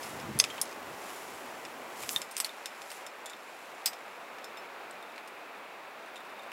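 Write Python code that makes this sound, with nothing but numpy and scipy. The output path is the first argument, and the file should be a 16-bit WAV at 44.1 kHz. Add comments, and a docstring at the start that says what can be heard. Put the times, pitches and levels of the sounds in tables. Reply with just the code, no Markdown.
"""Belay above a river gorge

A climber feeds rope close to a small camera. Carabiners and other hardware knock together, damped by
rope and hands; the rope's sheath swishes with each pull, and nudges on the camera thump softly.
The river hisses far below. At a cut, its wash abruptly thins and the low rumble of air drops."""
import sys
import numpy as np
from scipy import signal
from scipy.fft import rfft, irfft
from scipy.io import wavfile

SR = 44100
rng = np.random.default_rng(int(sys.argv[2]) if len(sys.argv) > 2 else 0)


def generate_wav(signal):
    """Clip the signal to [-1, 1] and save it as 16-bit WAV at the path in sys.argv[1]."""
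    frames = np.transpose(np.atleast_2d(signal))
    scaled = np.clip(frames, -1, 1) * 32767
    pcm = np.round(scaled).astype(np.int16)
    wavfile.write(sys.argv[1], SR, pcm)


N = 287884
TIME = np.arange(N) / SR
CUT_S = 2.21  # the river wash abruptly thins and the air rumble drops

# Metal meeting metal. Each row: start in seconds, piece, strength in dB,
# free ring over that strength in dB, weight of the blow in dB.
BLOWS = [ (.030, "sling clip", -51.5, 9, 8), (0.199, "sling clip", -50.5, -2, 12),
         (.3892, "quickdraw", -29, 5, -14), (0.3993, "locker", -20, 11, -5), (0.401, "locker", -14, -21, 4),
         (0.4402, "steel link", -25, 0.5, 11.5), (0.4482, "locker", -33, -19, 2),
         (.501, "buckle", -47, 2, 10), (.580, "buckle", -46.5, -11, 16),
         (0.6143, "quickdraw", -21.5, -1.5, -10), (1.651, "steel link", -40.5, 3.5, 13.5),
         (2.0352, "steel link", -36.5, -12, 14), (2.092, "locker", -23, -22, 5),
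         (2.1616, "belay plate", -28, 6.5, 11), (2.2175, "anchor", -31.5, -21, 10),
         (2.312, "ring", -52.5, 7, 3), (2.367, "screw sleeve", -25.5, -19, 6), (2.378, "ring", -44, 9, 7),
         (2.4014, "screw sleeve", -19, -23, 6.5), (2.406, "screw sleeve", -30, -3, -11),
         (2.446, "nut", -29.5, 3, 4), (2.462, "anchor", -36.5, -22, 5), (2.493, "belay plate", -47, 6, 6),
         (2.658, "anchor", -32.5, -13, 10.5), (2.818, "anchor", -40.5, -18, 10),
         (2.903, "gate", -40, -15, 0), (2.916, "ring", -48, 1, 14), (3.065, "anchor", -41, -8, 10),
         (3.259, "bolt hanger", -41, -6, -4), (3.298, "bolt hanger", -44, -11, 4),
         (3.334, "belay plate", -51, 5, 12), (3.8586, "gate", -21.5, -1.5, 2),
         (3.8637, "gate", -30, -11, 4), (3.8755, "gate", -32, -4, 8.5), (3.932, "anchor", -45, -5, 17),
         (4.385, "anchor", -52, -15, 22), (4.443, "anchor", -44, -4, 3), (4.572, "anchor", -57.5, 11, 23),
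         (4.91, "screw sleeve", -45, -17, 10), (5.027, "belay plate", -52, 4.5, 0),
         (5.161, "nut", -50, -14, 19), (5.18, "nut", -47, -11, 19), (5.276, "ring", -46, -24, 11),
         (6.158, "bolt hanger", -47, -14, 14), (6.167, "belay plate", -55, 11.5, 0),
         (6.395, "belay plate", -59, 12.5, 0), (6.517, "ring", -56.5, 4.5, 25), ]
def hardware(ledge_db=-22, ledge_t60=0.2):
    """Climbing gear knocks together, with a faint scatter from the rock ledge."""
    direct = np.zeros(N)
    for start, *blow in BLOWS:
        add(direct, start, strike(*blow))
    t = np.arange(SR // 3) / SR
    ledge = burst(t, ledge_t60) * (t > .005)
    scatter = signal.fftconvolve(direct, ledge / np.linalg.norm(ledge))[:N]
    return direct + amp(ledge_db) * scatter


# How each piece hangs. Each entry: rattle offset in dB, treble offset in dB.
HANGING = {"locker": (-13, -2.3), "steel link": (-13.5, 1), "sling clip": (1, 1), "quickdraw": (-8.5, -2.5),
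           "belay plate": (-16, 5), "buckle": (0, -9), "ring": (2.6, -1.1), "anchor": (-3, 1),
           "bolt hanger": (0, -2), "gate": (-2, -2), "screw sleeve": (-5.5, -1.5), "nut": (-6.5, -1)}
# A second set of metal modes that sounds with the struck piece.
# Each entry: name of the mode set, its level over the piece's own ring in dB.
ADDED_RING = {"anchor": ("belay plate", 1), "bolt hanger": ("belay plate", -2), "quickdraw": ("locker", -7),
              "sling clip": ("locker", 1)}
def strike(piece, strength_db, free_db, weight_db, rattle_per_ring=0.36, top_loss_per_weight=0.25):
    """One blow: a freer piece rings and rattles more; a heavier blow stays in contact and is duller."""
    loose_db, top_db = HANGING[piece]
    ring_db = strength_db + free_db
    rattle_db = strength_db + loose_db + rattle_per_ring * free_db
    top_db -= top_loss_per_weight * weight_db
    sound = clink(piece, strength_db, ring_db, rattle_db, weight_db, top_db)
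    if piece in ADDED_RING:  # ring only, no tick or rattle
        mode_set, share_db = ADDED_RING[piece]
        sound -= clink(mode_set, -np.inf, ring_db + share_db, -np.inf)
    return sound


# The modes of each piece. Each row: frequency in Hz, relative level in dB, t60 in seconds.
METAL_MODES = { "locker": [(2000, -20.5, 0.099), (2580, -9.5, 0.017), (3058, -39, 0.055), (3310, -6, 0.029),
               (3590, -2.5, 0.027), (4420, -28, 0.014), (4500, 0, 0.018), (5080, 3, 0.033),
               (5700, -9, 0.04), (6310, 5.5, 0.022), (7570, -11, .025), (8160, -7, 0.038),
               (8750, -20, 0.0492), (10800, -10.5, 0.052)], "steel link": [(1313, -9, 0.064),
               (1900, -45, 0.045), (2524, -22, 0.038), (2480, 5, 0.031), (3500, 3, 0.028), (5030, 3, 0.023),
               (5530, 0, 0.029), (6520, -15, 0.045), (7140, -5, 0.044), (8000, -4, .04), (10200, -15, .04)],
               "sling clip": [(3800, -8, .06), (5140, 33, 0.057), (5700, -27, .05), (5650, 14, .05),
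               (8717, -5, .05), (9370, 2, .04), (10950, -7, 0.072), (12300, 0, .04)],
               "quickdraw": [(3600, -30, 0.1), (5200, -5, 0.023), (5500, -6, 0.031), (7060, -25, 0.04),
               (7640, -16, 0.051), (9100, -2, 0.031), (9350, -12, 0.062), (9800, 0, 0.04),
               (11070, 4, 0.033), (12150, -12, .04), (13710, -19, .06)], "belay plate": [(1820, -25, 0.044),
               (3644, -4, 0.04), (7640, -31, 0.084)], "buckle": [(3190, 5, 0.14), (3500, -14, .04),
               (3640, -9, .06), (6350, -15, .06)], "ring": [(5200, -4, 0.03), (8730, 0, 0.099),
               (10430, -7.5, 0.14), (11800, -5, 0.061), (13650, -9, .05), (15580, -8, .05)],
               "anchor": [(3700, -9, 0.1), (5290, 3, 0.15), (5270, 10, 0.067), (7200, 0, 0.092),
               (7400, -3, 0.045), (8800, -13, .05), (11690, -6, 0.086), (12050, -9, .07)],
               "bolt hanger": [(3470, -4, 0.25), (3740, -10, 0.12), (5080, -20, 0.22), (7100, -6, 0.18),
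               (8840, -10, 0.046), (11300, -24, 0.087)], "gate": [(4650, -18, 0.037), (4780, -4.5, .045),
               (4900, 0, 0.045), (5070, -1, 0.056), (5330, -17, .07), (5460, -14, 0.046), (8100, -7, 0.059),
               (8130, -1.5, 0.026), (11750, -12, 0.079), (12040, -8, 0.15), (15150, -8, .04),
               (15400, -3, .04)], "screw sleeve": [(3150, -37, .04), (3880, -26, .025), (5000, -8, .02),
               (8200, -4, .045), (7940, -4, 0.039), (10400, -14, .05), (11850, -7, 0.098)],
               "nut": [(2180, -9, 0.07), (4290, 8, 0.02), (4340, -9, .04), (4930, -7, 0.025),
               (8400, -18, .03), (9650, -11, 0.09), (11700, -7, 0.1)], }
# The tone of metal in contact. Each row: frequency in Hz, gain in dB.
CONTACT_EQ = [(90, -64), (350, -23), (900, -8), (1500, -9.5), (2500, -4), (5000, -1), (8000, 0.5),
              (12000, -3), (13200, -5.5), (16000, -14)]
def clink(piece, tick_db, ring_db, rattle_db, low_db=0, top_db=0, body_db=11, body_width_hz=420):
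    """A hard tick, the ringing modes of the piece, and a short dense rattle against nearby gear."""
    t = np.arange(SR // 4) / SR
    hz, db, t60 = np.transpose(METAL_MODES[piece])[:, :, None]
    strength = amp(db) / np.linalg.norm(amp(db))
    sign = np.cos(np.pi * np.arange(len(hz)))[:, None]  # alternate modes swing opposite ways
    modes = sign * strength * amp(-60 * t / t60) * np.sin(2 * np.pi * hz * t)
    ring = np.sqrt(2) * amp(ring_db) * modes.sum(0)
    tick = amp(tick_db + 5.5) * burst(t, t60=0.0073)
    rattle = amp(rattle_db + 4) * burst(t, t60=0.095)
    # heavy blows carry more lows, glancing ones more top
    weight_eq = [(2600, low_db), (4600, 0), (7500, 0), (11500, top_db)]

    def contact_db(f):
        """While the pieces touch, their modes are damped into broad humps."""
        humps = (strength / (1 + (2 * (f - hz) / body_width_hz) ** 2)).sum(0)
        body = unit(np.sqrt(1 + amp(body_db) ** 2 * humps))
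        return eq_at(CONTACT_EQ, f) + eq_at(weight_eq, f) + 20 * np.log10(body)

    return ring + colour(tick + rattle, contact_db)


# Spells of swaying. Each row: start and end in seconds, piece, touches per second, ring level in dB.
SWAYS = [ (0.038, .10, "quickdraw", 60, -51), (0.461, .57, "buckle", 38, -58),
         (.65, .72, "locker", 60, -52), (2.535, 2.78, "anchor", 10, -61), (3.27, 3.42, "anchor", 26, -60),
         (3.94, 4.10, "anchor", 32, -69), (5.04, 5.12, "belay plate", 40, -62),
         (5.977, 6.45, "belay plate", 36, -59), ]
def jingles(spread_db=4):
    """Loose gear sways on its slings and touches lightly at uneven moments."""
    out = np.zeros(N)
    for start, end, piece, per_s, db in SWAYS:
        for slot in np.arange(start, end, 1 / per_s):
            level = db + spread_db * rng.uniform(-1, 1)
            onset = slot + rng.random() / per_s
            add(out, onset, clink(piece, tick_db=level - 5, ring_db=level, rattle_db=level - 5))
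    return out


# The rubbing sheath. Each row: frequency in Hz, relative level in dB.
SHEATH_SPECTRUM = [(500, -26), (2000, 1), (4400, -5), (5500, -3.5), (6500, -5), (7300, -1.5), (7850, -4),
                   (8900, -7.5), (10500, -4), (12000, -7), (13000, -7.5), (16000, -18)]
# Pulls through the hands. Each row: fastest moment, rise and fall in seconds, level in dB,
# brightness of the grip in dB per octave.
ROPE_PULLS = [(.06, 0.29, .3, -45.5, -2), (.55, 0.96, 0.46, -50.5, -3), (1.1, 0.51, 1.24, -48, -1.5),
              (2.03, 0.14, 0.096, -41.5, -1.5), (2.115, 0.059, 0.12, -35.5, 1.5),
              (2.35, 0.38, 1.2, -53.5, -2.5), (2.94, 0.37, 0.24, -50, -0.5), (3.55, 1, 2.5, -57.5, -1)]
def rope(rub_db=-1.5, grain_db=1.75, grains_per_s=250, pivot_hz=7500, tilt_per_db=0.2976, even_db=-52):
    """The woven sheath rubs in fine grains, brighter as it runs faster or is gripped harder."""
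    speed = movements([pull[:-1] for pull in ROPE_PULLS], rest_db=-68)  # it creeps between pulls
    grip = sum(bright * swell(*pull) ** 2 for *pull, bright in ROPE_PULLS) / speed ** 2
    db_per_octave = grip + tilt_per_db * (20 * np.log10(speed) - even_db)
    hz, t, frames = signal.stft(noise(SHEATH_SPECTRUM), SR, nperseg=256)
    octaves = np.log2(np.maximum(hz, 2000) / pivot_hz)[:, None]
    tilt = amp(octaves * np.interp(t, TIME, db_per_octave))
    rub = signal.istft(frames * tilt, SR, nperseg=256)[1][:N]
    grain = amp(grain_db * drift(grains_per_s))
    return amp(rub_db) * speed * rub * grain


# Bumps on the camera. Each row: peak time, rise and fall in seconds, level in dB.
BUMPS = [(.27, .45, .3, -47.5), (.295, 0.024, 0.031, -33.5), (.355, 0.029, .07, -38.5),
         (.93, 0.096, 0.036, -52), (1.35, 0.11, .03, -60), (2.04, 0.057, .06, -55),
         (2.165, .04, 0.034, -55)]
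# The rumble of bumps and air. Each row: frequency in Hz, relative level in dB.
RUMBLE_SPECTRUM = [(20, -42), (50, -15), (80, 2.5), (120, 4.5), (220, 4), (320, -2.5), (500, -28),
                   (1200, -52), (4000, -78)]
def handling():
    """A hand nudges the camera, over light air on the microphone that drops at the cut."""
    air_db = np.where(TIME < CUT_S, -72, -83)
    return movements(BUMPS, air_db) * noise(RUMBLE_SPECTRUM)


# The river before and after the cut. Each row: frequency in Hz, relative level in dB.
FULL_WASH = [(25, -21), (100, -24.5), (165, -14.5), (235, -3), (400, -1), (800, 0.5), (1100, -1),
             (1500, -5), (2500, -9.5), (3600, -18), (5500, -23.5), (7600, -24), (9200, -27), (16000, -26.5)]
THIN_WASH = [(25, -45), (70, -38), (200, -12), (400, -4), (680, 0), (1250, -2.5), (2000, -7), (2550, -6.5),
             (3100, -16), (3650, -16), (5700, -27), (7800, -29.5), (9100, -31), (16000, -30.5)]
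# Its slow swell. Each row: time in seconds, gain in dB.
RIVER_LEVEL = [(0, 1.5), (1.3, 0), (2.7, 0), (3.2, -1), (3.7, -0.5), (4.8, 1), (5.4, 0), (6.53, .5)]
def river(full_db=-44.5, thin_db=-46.5, crossfade_s=0.019, waver_db=0.35, waver_per_s=6):
    """Distant rapids: a smooth wash that swells a little on the air and thins abruptly at the cut."""
    blend = np.clip((TIME - CUT_S) / crossfade_s, 0, 1)
    full = np.sqrt(1 - blend) * amp(full_db) * noise(FULL_WASH)
    thin = np.sqrt(blend) * amp(thin_db) * noise(THIN_WASH)
    swell_db = np.interp(TIME, *np.transpose(RIVER_LEVEL))
    return (full + thin) * amp(swell_db + waver_db * drift(waver_per_s))


def burst(t, t60, rise_s=0.00008):
    """A dying burst of micro-impacts with an even spectrum."""
    fade = amp(-60 * t / t60)
    x = rng.standard_normal(len(t)) * fade
    for _ in range(3):  # flatten the spectrum, then trim the tail
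        flat = irfft(np.exp(1j * np.angle(rfft(x))), len(t))
        x = flat * (fade > .001)
    x = x * np.sqrt(fade) * (1 - np.exp(-t / rise_s))
    return unit(x) * np.sqrt(np.mean(fade ** 2))


def swell(peak_s, rise_s, fall_s, db):
    """Gain of one movement: grows tenfold over rise_s, dies to a tenth over fall_s."""
    return amp(db) * 10 ** -np.maximum((peak_s - TIME) / rise_s, (TIME - peak_s) / fall_s)


def movements(rows, rest_db):
    """Joint gain of several movements over a resting level."""
    return np.sqrt(amp(rest_db) ** 2 + sum(swell(*row) ** 2 for row in rows))


def noise(spectrum):
    """Noise of rms 1 with the given spectrum."""
    gain = amp(eq_at(spectrum, np.fft.rfftfreq(N, 1 / SR)))
    return unit(irfft(rfft(rng.standard_normal(N)) * gain, N))


def drift(per_s):
    """A random wander of rms 1, rolling off above per_s."""
    return noise([(0, 0), (per_s, 0), (2 * per_s, -40), (SR, -200)])


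def colour(x, db_at, size=512):
    """Causal filter with the gain db_at(Hz), so attacks stay sharp."""
    log_gain = np.log(amp(db_at(abs(np.fft.fftfreq(size, 1 / SR)))))
    minimum_phase = np.exp(np.conj(signal.hilbert(log_gain)))
    return signal.fftconvolve(x, np.fft.ifft(minimum_phase).real)[:len(x)]


def eq_at(points, hz):
    """A curve's dB at hz, on a log-frequency axis."""
    f, db = np.transpose(points)
    return np.interp(np.log(hz + 1), np.log(f + 1), db)


def add(mix, start_s, sound):
    """Mixes a sound in at start_s."""
    part = mix[max(round(start_s * SR), 0):][:len(sound)]
    part += sound[:len(part)]


def amp(db):
    """Decibels to gain."""
    return 10 ** (np.asarray(db) / 20)


def unit(x):
    """Scales to rms 1."""
    return x / np.sqrt(np.mean(x ** 2) + 1e-20)


def scene():
    """Everything at the one microphone."""
    return (river() + rope() + handling() + hardware() + jingles())[None]


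def record(dry, low_cut_hz=40, top_hz=15900):
    """The camera's low cut against wind, then its band limit."""
    low_cut = signal.butter(2, low_cut_hz, "highpass", fs=SR, output="sos")
    band_limit = signal.firwin(401, top_hz, window=("kaiser", 8), fs=SR)
    return signal.oaconvolve(signal.sosfilt(low_cut, dry), band_limit[None], "same")


dry = scene()
out = record(dry)
generate_wav(out)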